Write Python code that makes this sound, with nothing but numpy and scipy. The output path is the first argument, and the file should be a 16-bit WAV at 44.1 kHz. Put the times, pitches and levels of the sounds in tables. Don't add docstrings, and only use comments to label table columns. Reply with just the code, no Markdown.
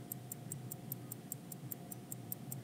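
import sys
import numpy as np
from scipy import signal
from scipy.fft import rfft, irfft, next_fast_len
from scipy.io import wavfile
from scipy.ndimage import uniform_filter1d, map_coordinates

SR = 44100
rng = np.random.default_rng(int(sys.argv[2]) if len(sys.argv) > 2 else 0)


def put_to_file(sound):
    columns = np.atleast_2d(sound).T
    safe = np.clip(columns, -1, 1)
    whole_steps = np.round(safe * 32767)
    wavfile.write(sys.argv[1], SR, whole_steps.astype(np.int16))


N = 115983

# (f/Hz, level/dB per Hz)
LOW_RUMBLE_COURSE = [(0, -53), (.08, -58), (.14, -52), (.32, -58), (.38, -51), (.43, -54), (.53, -45),
                     (.6, -56), (.67, -49.5), (.84, -57), (.91, -48.5), (1.08, -57), (1.4, -59),
                     (1.66, -52.5), (1.8, -58), (2.1, -56), (2.21, -52), (2.4, -57), (2.56, -48),
                     (2.63, -55)]
LOW_RUMBLE_COLOUR = [(25, -44), (60, -26.5), (95, -21), (112, 0), (124, 10), (148, 2), (175, -9),
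                     (230, -30), (500, -100)]
LOW_RUMBLE_TRIM_DB = .5

# (f/Hz, relative level/dB per Hz)
ROOM_RUMBLE_COLOUR = [(25, -56), (70, -24), (120, -6), (160, 0), (200, -2), (270, -7), (400, -10.5),
                      (600, -19), (770, -19), (950, -29), (1500, -34), (4000, -100)]
ROOM_RUMBLE_DB, SWELL_DB, SWELLS_PER_S = -54, .7, 6

# (f/Hz, relative level/dB per Hz)
RUSTLE_COLOUR = [(700, -58), (1300, -7), (1950, 9), (2600, -10), (3200, 3.5), (4000, -16), (7000, -64)]
RUSTLE_DB, RUSTLE_WAVER_DB = -79.5, 8.5

# (f/Hz, relative level/dB per Hz)
HISS_COLOUR = [(300, 0), (1200, 1), (1500, -.5), (1950, 1), (2600, -2), (3200, -1), (4000, -4), (6700, -6),
               (9000, -3.5), (10500, -6), (14500, -8), (15650, -8.5), (16100, -45), (16500, -80)]
SHIMMER_COLOUR = [(6000, -29), (8000, -21), (9000, -1), (9800, -21), (13000, -81)]
HISS_DB, SHIMMER_DB, SHIMMER_WAVER_DB = -64.5, -79, 2.5

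# (f/Hz, rms level/dB)
HUM_TONES = [(124, -64), (180, -63), (235.3, -68), (293.8, -64), (352.3, -70), (529, -73.5), (701, -68.5),
             (720, -73), (738.3, -73.5), (774, -81.5), (1253, -84)]
HUM_WAVER_DB, HUM_DRIFT_RAD = 2.5, 0.62

# (t/s of the drop, level/dB of the drop before its tint, level/dB of the impulse
# contact, then the tint: extra level/dB below 6 kHz, around 9 kHz, around 13 kHz, above 15 kHz)
BEAT_LIST = [(.1177, -38, -49, 2.5, 1, 1.5, 1), (.3181, -36.5, -64, 0.5, -2, -3.5, -2),
             (.519, -38, -47.5, -1.5, 2.5, -5.5, 0), (.7187, -35.5, -44, -3.5, -3.5, -4.5, -3),
             (.9193, -39.5, -63, 4, 0, 4, 1), (1.1198, -40, -49, 1.5, 1, 1, -2),
             (1.3203, -33.5, -58, -4, -3.5, -3, -3), (1.5206, -39, -61, 1, -1.5, -5, -1),
             (1.7212, -40, -43, 2, -0.5, 4.5, 3), (1.9213, -44.5, -50, 3.5, 5.5, 2, 8),
             (2.122, -35.5, -46, -3, -3, -5.5, 3), (2.3222, -41, -66, 7, 3.5, 7.5, 3),
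             (2.5225, -37.5, -44, 1.5, -2.5, 0, 1)]
TINT_EDGES_HZ = [6000, 6800, 7800, 8200, 9800, 11500, 14000, 15000]
RADIATES_ABOVE_HZ = 4050

# (lead t/s of unlocking, of the impulse, of the tooth sliding off)
CONTACT_LEADS = [(.015, .0081, .0024), (.0135, .0072, .0032)]
UNLOCK_DB, SLIDE_DB = -52, (-48, -44.5)
SCRAPE_RISE_S, SCRAPE_T60_S, LEAD_RING_DB = .001, .013, -8

# (f/Hz, level/dB, t60/s)
LEVER_RING = [(7450, -6, .02), (9900, -6, .016), (14850, -4, .014)]
# (f/Hz, relative level/dB on a tick, the same on a tock, t60/s)
MOVEMENT_MODES = [(5540, -17, -18, .014), (5880, -23, -20, .022), (7030, -11, -16, .034),
                  (7530, -.5, 2, .02), (8245, -1, -7, .035), (8620, -10, -4, .02), (9450, -12, -13, .02),
                  (9690, -9, -9, .034), (11330, -12, -17, .022), (12170, -5, -15, .013),
                  (12365, 0, -3, .023), (12710, -8, -7, .016), (13430, -5, -10, .015),
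                  (13880, -4.5, -7.5, .022), (14530, -13, -11, .028), (15290, -8, -3, .032)]
MODE_SCATTER_DB, MODE_DETUNE = 2.5, .0045

# (f/Hz, relative level/dB per Hz)
CRACK_COLOUR = [(1000, -49), (3500, -22), (5500, -13), (6500, -21), (7500, -2), (9500, -3.5), (10800, -7.5),
                (13000, 3), (15500, -8), (16600, -46)]
CRACK_DB, CRACK_T60_S = -1.5, .008

# (delay t/s before scatter, level/dB on a tick, level/dB on a tock)
KNOCKS = [(0, 1, 1), (.0012, -3, -2), (.0024, 0, -1), (.0048, -7, -.5)]
REBOUND_RING_DB, REBOUND_SCATTER = -11, .2
RISE_S, HOLD_S = .00014, .0005

# (t/s, f/Hz, starting peak level/dB, t60/s)
SPRING_RINGS = [(.3182, 15020, -66, .25), (.7188, 15020, -59, .15), (1.1198, 15020, -63, .2),
                (1.908, 5950, -63, .3), (2.3222, 15020, -59, .15)]
SPRING_FLUTTER_RAD, SPRING_FLUTTERS_PER_S = .8, 250

ROOM_DB, ROOM_T60_S = -28, 0.72

WHINE_S, WHINE_HZ, WHINE_DB, WHINE_WIDTH_S = 1.08, 1240, -66, .028

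TOP_HZ = 16400


def amp(db):
    return 10 ** (np.asarray(db) / 20)


def unit(x):
    return x / np.sqrt(np.mean(x ** 2) + 1e-20)


def wobble(rate):
    knots = rng.standard_normal(200)
    return map_coordinates(knots, [np.arange(N) * rate / SR], mode="mirror")


def noise(colour):
    size = next_fast_len(N + SR // 4)
    hz, db = np.transpose(colour)
    log_hz = np.log(np.fft.rfftfreq(size, 1 / SR) + 1)
    gain = amp(np.interp(log_hz, np.log(hz), db))
    return unit(irfft(rfft(rng.standard_normal(size)) * gain, size)[:N])


def evened(x):
    power = np.abs(uniform_filter1d(x ** 2, size=SR // 6))
    return x / np.sqrt(power + 1e-20)


def decay(t, t60):
    return np.exp(-np.log(1000) * t / t60)


def fade_in(x, rise_s):
    return x * (1 - np.exp(-np.arange(len(x)) / SR / rise_s))


def add(track, s, sound):
    part = track[max(0, round(s * SR)):][:len(sound)]
    part += sound[:len(part)]


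def low_rumble():
    level_db = np.interp(np.arange(N) / SR, *np.transpose(LOW_RUMBLE_COURSE))
    return amp(LOW_RUMBLE_TRIM_DB + level_db) * evened(noise(LOW_RUMBLE_COLOUR))


def room_rumble():
    swell = amp(SWELL_DB * wobble(SWELLS_PER_S))
    return amp(ROOM_RUMBLE_DB) * unit(noise(ROOM_RUMBLE_COLOUR) * swell)


def rustle():
    waver = amp(RUSTLE_WAVER_DB * wobble(13.81))
    return amp(RUSTLE_DB) * unit(noise(RUSTLE_COLOUR) * waver)


def hiss():
    even = amp(HISS_DB) * noise(HISS_COLOUR)
    waver = amp(SHIMMER_WAVER_DB * wobble(24.0))
    return even + amp(SHIMMER_DB) * unit(noise(SHIMMER_COLOUR) * waver)


def motor_hum():
    t, hum = np.arange(N) / SR, np.zeros(N)
    for hz, db in HUM_TONES:
        waver = amp(HUM_WAVER_DB * wobble(12))
        phase = 2 * np.pi * (hz * t + rng.random()) + HUM_DRIFT_RAD * wobble(6.135)
        hum += amp(db) * unit(waver * np.sin(phase))
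    return hum


def crack(grit, t60):
    t = np.arange(SR // 12) / SR
    return grit[rng.integers(N - len(t)):][:len(t)] * decay(t, t60)


def movement_ring(pallet):
    t = np.arange(SR // 12) / SR
    hz, tick_db, tock_db, t60 = np.transpose(MOVEMENT_MODES)
    mode_db = (tick_db, tock_db)[pallet]
    gain = amp(mode_db + MODE_SCATTER_DB * rng.standard_normal(len(hz)))
    hz = hz * (1 + MODE_DETUNE * rng.standard_normal(len(hz)))
    phase = 2 * np.pi * (hz[:, None] * t + rng.random((len(hz), 1)))
    envelope = decay(np.maximum(t - HOLD_S, 0), t60[:, None])
    return gain @ (np.sin(phase) * envelope) * np.sqrt(2) / np.linalg.norm(gain)


def lever_ring():
    t = np.arange(SR // 12) / SR
    return sum(amp(db) * np.sin(2 * np.pi * (hz * t + rng.random())) * decay(t, t60)
               for hz, db, t60 in LEVER_RING)


def light_contact(pallet, grit):
    scrape = crack(grit, SCRAPE_T60_S)
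    movement = amp(LEAD_RING_DB) * movement_ring(pallet)
    return fade_in(scrape + lever_ring() + movement, SCRAPE_RISE_S)


def tinted(x, low_db, mid_db, treble_db, top_db):
    size = 2 * len(x)
    edge_db = [low_db, 0, 0, mid_db, mid_db, treble_db, treble_db, top_db]
    tint = amp(np.interp(np.fft.rfftfreq(size, 1 / SR), TINT_EDGES_HZ, edge_db))
    coloured = irfft(rfft(x, size) * tint)[:len(x)]
    high_pass = signal.butter(N=2, Wn=RADIATES_ABOVE_HZ, btype="high", fs=SR, output="sos")
    return signal.sosfilt(high_pass, coloured)


def wheel_drop(pallet, grit, tint_db):
    drop = movement_ring(pallet)
    for delay_s, *knock_db in KNOCKS:
        knock = amp(CRACK_DB) * crack(grit, CRACK_T60_S)
        knock += amp(REBOUND_RING_DB) * movement_ring(pallet)
        scattered_s = delay_s * (1 + REBOUND_SCATTER * rng.standard_normal())
        add(drop, scattered_s, amp(knock_db[pallet]) * fade_in(knock, RISE_S))
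    opening_level = np.std(drop[:SR // 110])
    return tinted(fade_in(drop, RISE_S), *tint_db) / opening_level


def spring_ring(hz, t60):
    t = np.arange(SR // 3) / SR
    flutter = SPRING_FLUTTER_RAD * wobble(SPRING_FLUTTERS_PER_S)[:len(t)]
    return np.sin(2 * np.pi * hz * t + flutter) * decay(t, t60)


def escapement():
    out, grit = np.zeros(N), noise(CRACK_COLOUR)
    for k, (s, drop_db, impulse_db, *tint_db) in enumerate(BEAT_LIST):
        pallet = k % 2
        contact_db = (UNLOCK_DB, impulse_db, SLIDE_DB[pallet])
        for lead_s, db in zip(CONTACT_LEADS[pallet], contact_db):
            add(out, s - lead_s, amp(db) * light_contact(pallet, grit))
        add(out, s, amp(drop_db) * wheel_drop(pallet, grit, tint_db))
    for s, hz, db, t60 in SPRING_RINGS:
        add(out, s, amp(db) * spring_ring(hz, t60))
    return out


def room(x):
    t = np.arange(SR // 2) / SR
    tail = rng.standard_normal(len(t)) * decay(t, ROOM_T60_S)
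    return amp(ROOM_DB) * signal.fftconvolve(x, tail / np.linalg.norm(tail))[:N]


def whine():
    t = np.arange(N) / SR
    envelope = np.exp(-((t - WHINE_S) / WHINE_WIDTH_S) ** 2 / 2)
    return amp(WHINE_DB) * envelope * np.sin(2 * np.pi * WHINE_HZ * t)


def scene():
    background = low_rumble() + room_rumble() + rustle() + hiss() + motor_hum()
    watch = escapement()
    return (background + watch + room(watch) + whine())[None]


def band_limited(x):
    size = next_fast_len(N + SR // 4)
    in_band = np.fft.rfftfreq(size, 1 / SR) < TOP_HZ
    return irfft(rfft(x, size) * in_band, size)[:, :N]


def record(dry):
    return band_limited(dry)


dry = scene()
out = record(dry)
put_to_file(out)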